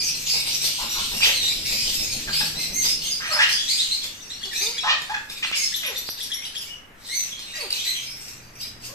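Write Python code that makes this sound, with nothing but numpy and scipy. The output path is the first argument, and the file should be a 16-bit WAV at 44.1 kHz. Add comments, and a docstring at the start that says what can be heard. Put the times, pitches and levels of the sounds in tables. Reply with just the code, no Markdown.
"""A hard-walled room, where caged parrots are showered with a fine water mist. Small parrots chirp and
screech all around, in short flurries over a steady bustle, and big ones squawk and grumble close by:
each call is a vibrating membrane whose harmonics are filtered by throat and beak. One bird beats its
wings over the mesh, pushing air and swishing feathers; claws set the wires ringing. The nozzle hisses,
droplets patter, and two dry knocks sound over a low rumble and hum."""
import sys
import numpy as np
from scipy import signal
from scipy.fft import rfft, irfft
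from scipy.io import wavfile
from scipy.ndimage import uniform_filter1d

SR = 44100
rng = np.random.default_rng(int(sys.argv[2]) if len(sys.argv) > 2 else 0)


def to_wav(sig):
    """Store sig (one row per channel, or 1-D mono) as 16-bit WAV at the path in sys.argv[1].

    Samples outside -1..1 are clipped; the rate is SR.
    """
    pcm = np.clip(np.atleast_2d(sig), -1, 1) * 32767
    pcm = np.round(pcm).astype(np.int16)
    wavfile.write(sys.argv[1], SR, pcm.T)  # frames by channels


N = 394254
TIME = np.arange(N) / SR

# Levels are relative, ahead of room and channel gains. Roughness is 0 for a clear voice, near 1 if harsh.
# clear chirps: t/s, length/s, start f/Hz, end f/Hz, level/dB, roughness
CHIRPS = [(0, 0.011, 4780, 4880, -18, 0.23), (0.026, 0.067, 6450, 5100, -22.5, 0.3),
          (2.834, .11, 4690, 5250, -21.5, 0.21), (3.066, 0.028, 3650, 3390, -30.5, .1),
          (3.107, 0.04, 5020, 4646, -22, 0.16), (3.289, 0.017, 4080, 4090, -34, 0.1),
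          (3.324, 0.035, 5040, 5180, -21, .22), (3.487, 0.015, 4200, 4060, -25, 0),
          (3.513, 0.0645, 4650, 4910, -22, 0.3), (3.567, .059, 3270, 3420, -23, 0.19),
          (4.015, 0.029, 3340, 3360, -29.5, 0.3), (4.613, 0.03, 4460, 5040, -23.5, 0.28),
          (6.055, 0.039, 4460, 4800, -29.5, 0.5), (6.682, 0.073, 2928, 2823, -35.5, 0.15),
          (7.313, 0.038, 3420, 3110, -31, 0.15), (7.759, 0.075, 2804, 3880, -28.5, 0.18),
          (7.945, 0.033, 3360, 2950, -25.5, 0.13), (8.051, 0.078, 4780, 5180, -36.5, 0.3),
          (8.59, 0.079, 4680, 5090, -34, 0.24)]
# screeches: t/s, length/s, start f/Hz, middle f/Hz, end f/Hz, beak f/Hz, lift/dB, level/dB, roughness
SCREECHES = [(0.273, 0.1, 2544, 2510, 2360, 5000, 25, -22, 0.7),
             (0.464, 0.069, 2260, 2380, 2310, 4320, 25, -28.5, 1.46),
             (0.632, 0.069, 2097, 2263, 2430, 4300, 36, -24.5, 1.03),
             (0.767, 0.081, 1376, 1408, 1413, 4230, 9, -32.5, 0.3),
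             (0.891, 0.067, 1438, 1450, 1420, 5850, 15, -28.5, 0.3),
             (0.982, 0.1, 1403, 1385, 1340, 4200, 12, -32.5, 0.16),
             (1.12, 0.13, 2680, 2800, 2740, 5400, 6, -28, 0.37),
             (1.324, 0.061, 2218, 2105, 2004, 4170, 22, -23.5, 0.37),
             (1.397, 0.11, 1974, 1879, 2097, 3800, 25.5, -22, 0.4),
             (1.665, 0.16, 2293, 2467, 2446, 4870, 18, -29, 0.72),
             (1.787, 0.08, 2484, 2550, 2490, 5070, 16, -26, 0.7),
             (1.933, 0.094, 2527, 2630, 2563, 5150, 21, -27.5, 0.2),
             (2.333, 0.11, 2380, 2568, 2537, 4700, 18.5, -23.5, 0.55),
             (2.552, 0.11, 1877, 2106, 1920, 3900, 18, -28.5, 0),
             (2.724, 0.14, 1956, 2120, 1870, 6370, 24, -21.5, 0.2),
             (3.027, 0.11, 1920, 2184, 1950, 6300, 29, -30.5, 0.16),
             (3.67, 0.087, 1790, 2262, 2504, 4280, 26, -21, 0.5),
             (3.778, 0.062, 1650, 1972, 2155, 3700, 40, -19.5, 0.5),
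             (3.899, 0.062, 1764, 2115, 2250, 4030, 37, -21.5, 0.49),
             (4.293, 0.033, 1780, 1943, 2100, 4020, 20, -31, 0.56),
             (4.512, 0.033, 2005, 1804, 1725, 1840, -1, -28.5, 0.18),
             (4.55, .11, 1876, 2066, 2050, 5840, 25, -26.5, 0.19),
             (5.553, 0.094, 2305, 2182, 2134, 6500, 20, -26, 0.39),
             (5.62, 0.033, 2720, 2650, 2550, 5440, 27, -20.5, 0.16),
             (6.302, 0.12, 1966, 2060, 2115, 2100, 8, -42.5, 0.5),
             (7.085, 0.081, 1846, 2130, 2305, 4600, 11, -28, 0.22),
             (7.139, 0.076, 2020, 2030, 1970, 6100, 28, -23, 0.06),
             (7.534, 0.054, 1780, 1964, 1720, 6000, -8, -34, 0.83),
             (7.853, 0.063, 1862, 2018, 2007, 3900, 14.5, -24, 0.37)]
# two-step tweets: t/s, high note f/Hz, low note level/dB, high note level/dB, octave level/dB, roughness
TWEETS = [(4.2, 5950, -41, -39.5, -65, 0.4), (4.313, 5540, -38, -36, -67, .3),
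          (4.431, 5480, -25, -38, -65, 0.14), (4.786, 5480, -25, -31.5, -64, 0.08),
          (5.739, 5810, -20.5, -34, -30, 0.64), (5.842, 5680, -28.5, -34, -31.5, 0.3),
          (5.96, 5910, -25.5, -36, -31, 0), (6.08, 5820, -39, -35.5, -33, 0.3),
          (6.206, 5630, -27, -36, -35.5, 0.65), (6.317, 5490, -23, -27, -32.5, 0.54),
          (6.434, 5330, -31, -42, -38.5, 0.46), (6.556, 5440, -26, -33.5, -36.5, 0.43)]
# tiny pips close by: t/s, length/s, f/Hz, level/dB
PIPS = [(4.664, 0.011, 3650, -23), (4.7815, .015, 3376, -24.5), (7.7046, .004, 4700, -22),
        (7.705, .006, 10100, -36), (7.726, .004, 4600, -17)]
# squawks: t/s, length/s, start f/Hz, end f/Hz, throat start f/Hz, throat end f/Hz, level/dB, roughness
SQUAWKS = [(0.785, 0.067, 472, 516, 890, 1000, -34, 0.92), (0.946, 0.08, 529, 578, 1100, 1210, -36, 0.89),
           (1.205, 0.028, 640, 660, 2600, 2600, -25, 0.87), (1.224, 0.04, 625, 664, 2730, 2660, -15, 1.04),
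           (1.263, .045, 642, 686, 2780, 2700, -22, 0.93), (2.274, 0.026, 895, 726, 1730, 1450, -28, 0.66),
           (2.404, 0.015, 928, 803, 1290, 1600, -25, 0.66),
           (3.203, 0.097, 556, 620, 1650, 2200, -29.5, 0.9), (3.3, 0.099, 605, 682, 1340, 1770, -27, 0.77),
           (3.359, 0.04, 986, 726, 1010, 1400, -31.5, 0.45),
           (3.388, 0.042, 783, 1006, 1650, 2030, -14, 0.65), (3.42, 0.029, 903, 933, 2100, 2730, -15, 0.78),
           (3.463, 0.046, 874, 878, 2160, 2540, -25, 0.79), (4.833, 0.045, 699, 960, 970, 1220, -24, 0.77),
           (4.862, 0.045, 940, 1192, 1060, 1390, -25, 0.6),
           (4.871, 0.05, 572.4, 595, 1710, 2010, -19, 0.56),
           (4.885, 0.042, 555.5, 646, 3040, 3700, -19, 0.5),
           (4.925, 0.029, 598, 613, 2200, 2500, -23, 0.46), (5.094, 0.036, 804, 885, 1080, 1220, -26, 0.42),
           (5.14, 0.014, 889, 901, 1800, 1840, -20.5, 0.48),
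           (5.163, 0.0064, 862, 826, 1770, 1970, -26, 0.8),
           (5.426, 0.028, 583, 611, 2410, 2570, -20.5, 0.68),
           (5.523, 0.031, 601, 617, 2550, 2500, -22, 0.54), (5.827, 0.063, 663, 438, 2550, 2420, -27, 0.87)]
# soft grumbles: t/s, length/s, start f/Hz, middle f/Hz, end f/Hz, level/dB
GRUMBLES = [(3.286, .085, 720, 590, 700, -36), (4.452, .042, 392, 386, 382, -46),
            (4.608, .118, 382, 446, 500, -41), (5.822, .112, 700, 535, 368, -41),
            (7.564, .112, 700, 510, 345, -41.5), (8.89, .06, 520, 560, 600, -46)]
# throat responses of a screech and a grumble: f/Hz, gain/dB
SMALL_THROAT = [(1400, -3), (2100, 8), (3000, 3.5), (4200, 2), (6200, -1.5), (8300, -5), (10200, -12),
                (12400, -9.5), (15000, -52)]
GRUMBLE_THROAT = [(300, -4.5), (650, -13), (1100, -13), (2000, -25), (4000, -56), (8000, -20.5)]
# a big parrot's upper resonances, which open as its voice roughens: f/Hz, relative width, gain/dB
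UPPER_FORMANTS = [(3350, .1, -7), (5300, .12, -13)]
# steady bustle between flurries: t/s, chatter level/dB, spray level/dB
BUSTLE = [(0.0, -25, -27.5), (1.29, -35, -25), (3.36, -29.5, -39), (3.83, -25, -24.5), (4.16, -36, -44),
          (4.83, -21.5, -45), (5.1, -40, -39), (5.35, -67, -50), (5.65, -36, -29), (6.52, -37, -49),
          (6.8, -78, -90), (7.07, -65, -30), (7.22, -35, -49), (7.97, -26, -32.5), (8.46, -43.5, -52.5),
          (8.94, -51, -60)]
# flurries, as birds shriek and shake their feathers in the spray: t/s, length/s, level/dB, brightness/dB
FLURRIES = [(0, 0.2, -30.5, -4), (0.263, 0.14, -28.5, -1), (0.462, 0.093, -29, -0.5),
            (0.614, 0.032, -27, 3), (1.217, 0.051, -20, -7.5), (1.428, 0.1, -27, -4.5), (1.65, 0.3, -34, 3),
            (1.995, 0.22, -31, -3), (2.294, 0.18, -30.5, -1), (2.582, 0.06, -29, -1.5),
            (2.805, 0.082, -33.5, 8), (3.017, 0.072, -29.5, -3.5), (3.266, 0.15, -28.5, -4),
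            (3.489, 0.035, -29, -2), (3.68, 0.11, -34.5, 4.5), (4.03, 0.011, -32, 3.5),
            (4.43, 0.032, -36, -5.5), (4.53, 0.14, -28.5, -4.5), (5.289, 0.094, -37.5, -3),
            (5.441, 0.043, -30.5, -3.5), (5.544, 0.048, -27, -2), (5.958, 0.019, -40, 6),
            (6.174, 0.078, -38.5, 0.5), (6.42, 0.059, -34.5, -9.5), (6.55, 0.14, -38, -5),
            (7.087, 0.2, -44, 5.5), (7.396, 0.11, -39, -5.5), (7.538, 0.086, -34, -5.5),
            (7.703, 0.089, -30, -4), (7.837, 0.047, -35.5, 3.5), (8.168, 0.17, -44.5, 3),
            (8.552, 0.11, -40, -4), (8.799, 0.078, -41.5, -0.5)]
# wing beats, about seven a second at full effort: t/s, air push level/dB, feather swish level/dB
WINGBEATS = [(.35, -56, -38.5), (.465, -56, -43.5), (.655, -58, -40.5), (.83, -37.5, -44), (.985, -37, -44),
             (1.135, -35, -35), (1.28, -41, -36), (1.58, -38, -51), (1.725, -33.5, -47),
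             (1.865, -35.5, -46), (2.005, -34.5, -60), (2.144, -36, -61), (2.282, -35, -45),
             (2.42, -37, -41), (2.56, -37, -40), (2.705, -37.5, -49), (2.85, -55, -49)]
# spectra of the air puff, the feather swish and the spray: f/Hz, level/dB
PUFF_SPECTRUM = [(20, -6), (70, 0), (130, 3.5), (175, -3), (210, 9), (280, -6), (700, -3.5), (1500, -54)]
SWISH_SPECTRUM = [(150, 3), (500, 9), (900, 11), (1300, 4.5), (1800, 6.5), (4000, 8), (12000, -40)]
MIST_SPECTRUM = [(200, -40), (700, -44), (1500, -25), (2300, -4.5), (4200, 1.5), (6500, -1), (8500, -12),
                 (10000, -14), (12500, -3), (14300, -23.5)]
# claws and beaks striking the wire: t/s, level/dB
WIRE_STRIKES = [(0.635, -30), (2.853, -21), (4.042, -27), (5.019, -29.5), (5.3, -32), (7.393, -30.5),
                (7.704, -35)]
# modes of the cage wire: f/Hz, level/dB, T60/s
WIRE_MODES = [(2220, 3, 0.022), (3650, 13, 0.03), (4300, -5, 0.029), (5020, 13.5, 0.018), (6640, -2, .055),
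              (7240, 3, 0.022), (9030, 1, .025)]
# small knocks close by: t/s, level/dB
KNOCKS = [(5.515, -11.5), (6.09, -9)]
# low background: t/s, rumble level/dB, hum f/Hz, hum level/dB
BACKGROUND = [(0, -46, 150, -48.5), (.8, -48.5, 140, -51.5), (1.1, -43, 135, -67), (1.35, -45, 140, -54),
              (2.25, -41.5, 135, -49), (2.42, -45.5, 161, -39.5), (2.8, -42, 162, -48.5),
              (3.2, -48, 160, -56), (4, -50.5, 150, -85), (7.3, -53, 140, -77), (8.1, -53.5, 133, -54),
              (8.35, -50, 125, -52.5), (8.94, -49, 116, -52.5)]
# spectra of the rumble and the room's hush: f/Hz, level/dB
RUMBLE_SPECTRUM = [(20, -1), (40, -8.5), (70, -6.5), (130, -9.5), (250, -9.5), (500, -18), (1000, -40),
                   (3000, -34.5)]
HUSH_SPECTRUM = [(30, 29.5), (150, -16), (400, 22), (1000, 21.5), (2000, 24.5), (5000, 1), (10000, -35),
                 (14500, -41)]
# reverberation time of the room: f/Hz, T60/s
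ROOM_T60 = [(200, 0.54), (1000, 0.44), (2500, 0.47), (5000, 0.39), (9000, 0.44), (14000, 0.26)]

CUTOFF_HZ = 14350
CHATTER_DB, RASP_DB, SPRAY_DB = -10, -16, -6   # shares of the bustle
FLURRY_CHIRP_DB, FLURRY_RASP_DB, FLURRY_RUSTLE_DB = -3.5, -11.5, -21.5   # shares of a flurry


def syrinx(t, pitch, throat_db, jitter, jitter_rate, shimmer_db, count):
    """Source and filter: the harmonics of an unsteady membrane are weighted by the throat; rms 1."""
    phase = phase_of(pitch * (1 + jitter * wander(t, jitter_rate)))
    k = np.arange(1, count + 1)[:, None]
    harmonics = from_db(throat_db(k * pitch)) * (k * pitch < CUTOFF_HZ) * np.sin(k * phase)
    swell = np.abs(np.sin(np.pi * t / t[-1])) ** .35
    shimmer = from_db(shimmer_db * wander(t, jitter_rate / 2))
    return rms_one(harmonics.sum(axis=0) * swell * shimmer)


def chirp(length, start_hz, middle_hz, end_hz, rough):
    """Random modulation: roughness spreads a nearly pure tone into a rasp."""
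    t, pitch = glide(length, start_hz, middle_hz, end_hz)
    return syrinx(t, pitch, lambda hz: -14.5 * np.log2(hz / pitch),
                  jitter=.008 + .12 * rough, jitter_rate=1000, shimmer_db=1.5 + 6 * rough, count=3)


def screech(length, start_hz, middle_hz, end_hz, beak_hz, lift_db, rough):
    """Resonance: the beak weights a raspy voice's partials near its own frequency and an octave above."""
    t, pitch = glide(length, start_hz, middle_hz, end_hz)
    pitch = pitch * np.exp(.035 * rough * wander(t, 150))

    def throat_db(hz):
        beak = resonance(hz, beak_hz, width=.23) + .85 * resonance(hz, 2 * beak_hz, width=.23)
        return at_hz(SMALL_THROAT, hz) + lift_db * beak
    return syrinx(t, pitch, throat_db,
                  jitter=.005 + .063 * rough, jitter_rate=1400, shimmer_db=2 + 3 * rough, count=9)


def small_parrots():
    """Superposition: the gliding chirps and screeches of the nearest small birds add up."""
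    out = np.zeros(N)
    arch = .02055   # upward bow of a chirp, as a share of its pitch
    for s, length, start_hz, end_hz, db, rough in CHIRPS:
        middle_hz = (1 + arch) * (start_hz + end_hz) / 2
        add(out, s, from_db(db) * chirp(length, start_hz, middle_hz, end_hz, rough))
    for s, *shape, db, rough in SCREECHES:
        add(out, s, from_db(db) * screech(*shape, rough))
    return out


def tweets():
    """Frequency jump: after a buzzy upsweep, a low note flicks up to a hooked high one and its octave."""
    out = np.zeros(N)
    for s, high_hz, low_db, high_db, octave_db, rough in TWEETS:
        low_hz = .61 * high_hz
        upsweep = screech(.022, .45 * low_hz, .52 * low_hz, .62 * low_hz, low_hz, 0, rough)
        add(out, s - .02, from_db(low_db - 13) * upsweep)
        low_note = chirp(.017, low_hz, low_hz, (1 + .3 * rough) * low_hz, rough / 2)
        add(out, s, from_db(low_db) * low_note)
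        t, pitch = glide(.028, .95 * high_hz, 1.01 * high_hz, .99 * high_hz)
        phase = phase_of(pitch * (1 + .05 * rough * wander(t, 900)))
        high_note = from_db(high_db) * np.sin(phase) + from_db(octave_db) * np.sin(2 * phase)
        add(out, s + .015, 2 * high_note * np.sin(np.pi * t / t[-1]))
    return out


def pips():
    """Tone bursts: nearly pure notes of level pitch, a few milliseconds long."""
    out = np.zeros(N)
    for s, length, hz, db in PIPS:
        add(out, s, from_db(db) * chirp(length, hz, hz, hz, rough=0))
    return out


def squawk(length, start_hz, end_hz, throat_start_hz, throat_end_hz, rough):
    """Subharmonics: a fluttering voice breaks into a rattle at a third of its pitch; the throat slides."""
    t, pitch = glide(length, start_hz, (start_hz + end_hz) / 2, end_hz)
    pitch = pitch * np.exp(.1134 * rough * wander(t, 141.1))
    throat_hz = np.linspace(throat_start_hz, throat_end_hz, len(t))

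    def throat_db(hz):
        upper = sum(from_db(db) * resonance(hz, centre, width) for centre, width, db in UPPER_FORMANTS)
        return 20 * np.log10(resonance(hz, throat_hz, width=.29) + rough ** 2 * upper)
    voice = syrinx(t, pitch, throat_db,
                   jitter=.065 * rough, jitter_rate=700, shimmer_db=3 * rough, count=12)
    rattle = syrinx(t, pitch / 3, throat_db, jitter=.2, jitter_rate=900, shimmer_db=3, count=42)
    hoarse = np.clip(rough, 0, 1) ** 3
    blend = np.sqrt(1 - hoarse) * voice + np.sqrt(hoarse) * rattle
    call = np.tanh(blend * rough * .7)   # the driven membrane saturates, which keeps the squawk dense
    band_pass = signal.butter(3, [665, 7040], "band", fs=SR, output="sos")
    return rms_one(signal.sosfilt(band_pass, call))


def big_parrots():
    """Harmonic series on low fundamentals: harsh squawks and soft, gliding grumbles."""
    out = np.zeros(N)
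    for s, *shape, db, rough in SQUAWKS:
        add(out, s, from_db(db) * squawk(*shape, rough))
    for s, *shape, db in GRUMBLES:
        t, pitch = glide(*shape)
        grumble = syrinx(t, pitch, lambda hz: at_hz(GRUMBLE_THROAT, hz),
                         jitter=.025, jitter_rate=500, shimmer_db=2, count=8)
        add(out, s, from_db(db) * grumble)
    return out


def chatter(low_hz, high_hz, least_rough, count):
    """Incoherent sum: many overlapping chirps, clear to raspy, held at an even overall level."""
    out = np.zeros(N)
    spread_db = 34
    for k, (when, size, height, bend, rasp, loud) in enumerate(rng.random((count, 6))):
        hz = low_hz * (high_hz / low_hz) ** height
        rough = least_rough + .372 * rasp
        call = chirp(.04 + .07 * size, hz * (.9 + .14 * bend), hz, hz * (1.04 - .07 * bend), rough)
        add(out, (k + when) / count * N / SR - .05, from_db(spread_db * loud) * call)
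    power = uniform_filter1d(out ** 2, int(.051 * SR))
    return out / np.sqrt(power + 1e-6)


def flock(high, low, treble):
    """Superposition in three registers: the further birds chirp high, rasp lower and squeak above both."""
    chirping = high * chatter(3700, 6300, least_rough=.077, count=300)
    rasping = low * chatter(2300, 3050, least_rough=.31, count=340)
    squeaking = treble * from_db(-5.5) * chatter(7200, 8900, least_rough=.063, count=170)
    return chirping + rasping + squeaking


def flurries():
    """Amplitude modulation: bass, middle and treble envelopes rise, hold and decay in uneven shakes."""
    out = np.zeros((3, N))
    attack_s, release_s = .0023, .025
    for s, length, db, bright_db in FLURRIES:
        t = np.arange(int((length + 8 * release_s) * SR)) / SR
        envelope = np.minimum(t / attack_s, 1) * np.exp(-np.maximum(t - length, 0) / release_s)
        for track, tilt in zip(out, (-1, 0, 1)):
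            add(track, s, from_db(db + tilt * bright_db) * envelope)
    return out * from_db(4 * wander(TIME, 70))


def wings(rustle):
    """Air displacement: each downstroke sends a pressure dip, a turbulent puff and a feather swish."""
    push_s, rise_s, puff_db = .012, .028, -7
    push, puff, swish = np.zeros(N), np.zeros(N), rustle.copy()
    t = np.arange(SR // 3) / SR
    stroke = (t / rise_s) ** 2 * np.exp(2 - 2 * t / rise_s)
    u = ((t - t.mean()) / push_s) ** 2
    pressure_dip = (2 * u - 1) * np.exp(-u)
    for s, air_db, swish_db in WINGBEATS:
        add(push, s - t.mean(), from_db(air_db) * pressure_dip)
        add(puff, s - rise_s / 2, from_db(air_db + puff_db) * stroke)
        add(swish, s - rise_s, from_db(swish_db) * stroke)
    flutter = from_db(3 * wander(TIME, 200))
    air = push + puff * colour(rng.standard_normal(N), PUFF_SPECTRUM)
    feathers = swish * flutter * colour(rng.standard_normal(N), SWISH_SPECTRUM)
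    return air, feathers


def mist(strength):
    """Broadband and shot noise: the nozzle hisses, droplets hit wire and feathers; each band flickers."""
    drops_per_s, band_hz, flicker_db = 900, 700, 4.5
    drops = (rng.random(N) < drops_per_s / SR) * rng.standard_normal(N)
    drops *= from_db(.98 * rng.exponential(1, N).clip(0, 4))
    hiss = rng.standard_normal(N) * from_db(2 * wander(TIME, 60))
    spectrum = rfft(hiss + 1.24 * rms_one(drops))
    band = np.fft.rfftfreq(N, 1 / SR) // band_hz
    spray = np.zeros(N)
    for k in range(CUTOFF_HZ // band_hz + 1):
        flicker = from_db(flicker_db * wander(TIME + rng.random(), 13))
        spray += irfft(spectrum * (band == k), N) * flicker
    return strength * from_db(1.5) * colour(spray, MIST_SPECTRUM)


def cage():
    """Damped modes: a claw or beak catches and slips three times, setting the wires ringing."""
    out, t = np.zeros(N), np.arange(SR // 6) / SR
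    hz, mode_db, t60 = np.transpose(WIRE_MODES)[:, :, None]
    for s, db in WIRE_STRIKES:
        delays = np.r_[0, np.cumsum(rng.uniform(.003, .012, 3))]
        for slip, delay in enumerate(delays):
            strength = from_db(mode_db + 4 * rng.standard_normal(hz.shape) - 60 * t / t60)
            ring = np.sum(strength * np.sin(2 * np.pi * hz * t), axis=0)
            scratch = 2 * rng.standard_normal(len(t)) * np.exp(-t / .0035)
            add(out, s + delay, from_db(db - 9 - 4 * slip) * (ring + scratch))
    return out


def knocks():
    """Heavy damping: dull, dry taps close on the right die out within one cycle."""
    out, t = np.zeros(N), np.arange(SR // 50) / SR
    for s, db in KNOCKS:
        add(out, s, from_db(db) * np.exp(-t / .00011) * np.cos(2 * np.pi * 600 * t))
    return out * balance(-12, 1.5)


def background():
    """Ambient noise: a wavering hum, a low rumble alike on both sides and the room's diffuse hush."""
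    rumble_db, hum_hz, hum_db = in_time(BACKGROUND)
    hum = np.sin(phase_of(hum_hz * (1 + .0242 * wander(TIME, 30))))
    rumble = colour(rng.standard_normal(N) + .32 * rng.standard_normal((2, N)), RUMBLE_SPECTRUM)
    hush = colour(rng.standard_normal(N) + 6.4 * rng.standard_normal((2, N)), HUSH_SPECTRUM)
    hum *= from_db(hum_db + 1.2 * wander(TIME, 11))
    return hum + from_db(rumble_db) * rumble + from_db(-50.5) * hush


def room(x, wet_db, left_lag_ms):
    """Reverberation: a diffuse tail, coherent between the sides only in the bass, follows direct sound."""
    t = np.arange(int(.7 * SR)) / SR
    edges_hz = np.geomspace(60, 18000, 10)
    freqs, tail = np.fft.rfftfreq(len(t), 1 / SR), 0
    coherence = 1 / (1 + (freqs / 600) ** 2)
    noise = np.sqrt(coherence) * rfft(rng.standard_normal(len(t)))
    noise = noise + np.sqrt(1 - coherence) * rfft(rng.standard_normal((2, len(t))))
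    for low, high in zip(edges_hz, edges_hz[1:]):
        t60 = at_hz(ROOM_T60, np.sqrt(low * high))
        decay = from_db(-60 * t / t60) * (1 - np.exp(-t / .002))
        band = irfft(noise * ((freqs >= low) & (freqs < high)), len(t))
        tail = tail + band * decay / np.linalg.norm(decay)
    lag_s = round(left_lag_ms * SR / 1000) / SR
    direct = np.array([np.interp(TIME - lag_s, TIME, x), x])
    reverberant = signal.fftconvolve(x[None], tail, axes=1)[:, :N]
    wet = from_db(wet_db)
    return (direct + wet * reverberant) / np.sqrt(1 + wet ** 2)


def glide(length, start_hz, middle_hz, end_hz):
    """Time, and a parabola of pitch through three points."""
    t = np.arange(int(max(length, .005) * SR)) / SR
    return t, np.polyval(np.polyfit([0, .5, 1], [start_hz, middle_hz, end_hz], 2), t / t[-1])


def resonance(hz, centre_hz, width):
    """A resonance curve of height 1; width is a share of its frequency."""
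    return 1 / (1 + (np.log(hz / centre_hz) / width) ** 2)


def wander(t, rate):
    """Random fluctuation of spread about 1, with a new value rate times a second."""
    knots = rng.standard_normal(256 if len(t) < SR else 65536)
    return np.interp(t * rate, np.arange(len(knots)), knots)


def colour(x, spectrum):
    """Filtering by a spectrum; rms 1."""
    gain = from_db(at_hz(spectrum, np.fft.rfftfreq(N, 1 / SR)))
    return rms_one(irfft(rfft(x) * gain, N))


def at_hz(points, hz):
    """Interpolation on a log-frequency axis."""
    f, value = np.transpose(points)
    return np.interp(np.log(np.maximum(hz, 1)), np.log(f), value)


def in_time(rows):
    """Linear interpolation of each column over time."""
    s, *columns = np.transpose(rows)
    return [np.interp(TIME, s, column) for column in columns]


def add(track, s, sound):
    """Superposes a sound on a track at time s."""
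    start = int(np.clip(s * SR, 0, N))
    track[start:start + len(sound)] += sound[:N - start]


def phase_of(hz):
    return 2 * np.pi * np.cumsum(hz) / SR


def from_db(db):
    return 10 ** (np.asarray(db) / 20)


def rms_one(x):
    return x / np.sqrt(np.mean(x ** 2) + 1e-20)


def balance(left_db, right_db):
    return from_db([[left_db], [right_db]])


def scene():
    """Flurries and bustle add in power; all but the wings' air, knocks and background reverberates."""
    chatter_db, hiss_db = in_time(BUSTLE)
    bass, middle, top = flurries()
    high = np.hypot(from_db(chatter_db + CHATTER_DB), from_db(FLURRY_CHIRP_DB) * middle)
    low = np.hypot(from_db(chatter_db + RASP_DB), from_db(FLURRY_RASP_DB) * bass)
    treble = np.hypot(from_db(hiss_db + SPRAY_DB), top)
    air, feathers = wings(rustle=from_db(FLURRY_RUSTLE_DB) * middle)
    near = room(big_parrots() + feathers + cage(), wet_db=.5, left_lag_ms=-.17) * balance(-.4, .4)
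    calls = room(small_parrots(), wet_db=5.5, left_lag_ms=-.47) * balance(-1.2, -.6)
    calls += room(tweets(), wet_db=1.5, left_lag_ms=-.53) * balance(.8, -2)
    calls += room(pips(), wet_db=-7, left_lag_ms=-.57)
    crowd = room(flock(high, low, treble), wet_db=-1, left_lag_ms=-.45) * balance(-.5, .5)
    spray = room(mist(treble), wet_db=4.5, left_lag_ms=.05)
    return near + calls + crowd + spray + air + knocks() + background()


def record(dry):
    """Frequency response: the treble is lifted slightly on the left, notched on the right, then cut."""
    freqs = np.fft.rfftfreq(N, 1 / SR)
    left_db = at_hz([(7000, 0), (8500, 2), (10000, 0), (12500, 1.2)], freqs)
    right_db = at_hz([(7300, 0), (8600, -12), (9900, -1.5), (12500, -2.2)], freqs)
    low_pass = 1 / np.sqrt(1 + (freqs / CUTOFF_HZ) ** 400)
    return irfft(rfft(dry) * from_db([left_db, right_db]) * low_pass, N)


dry = scene()
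out = record(dry)
to_wav(out)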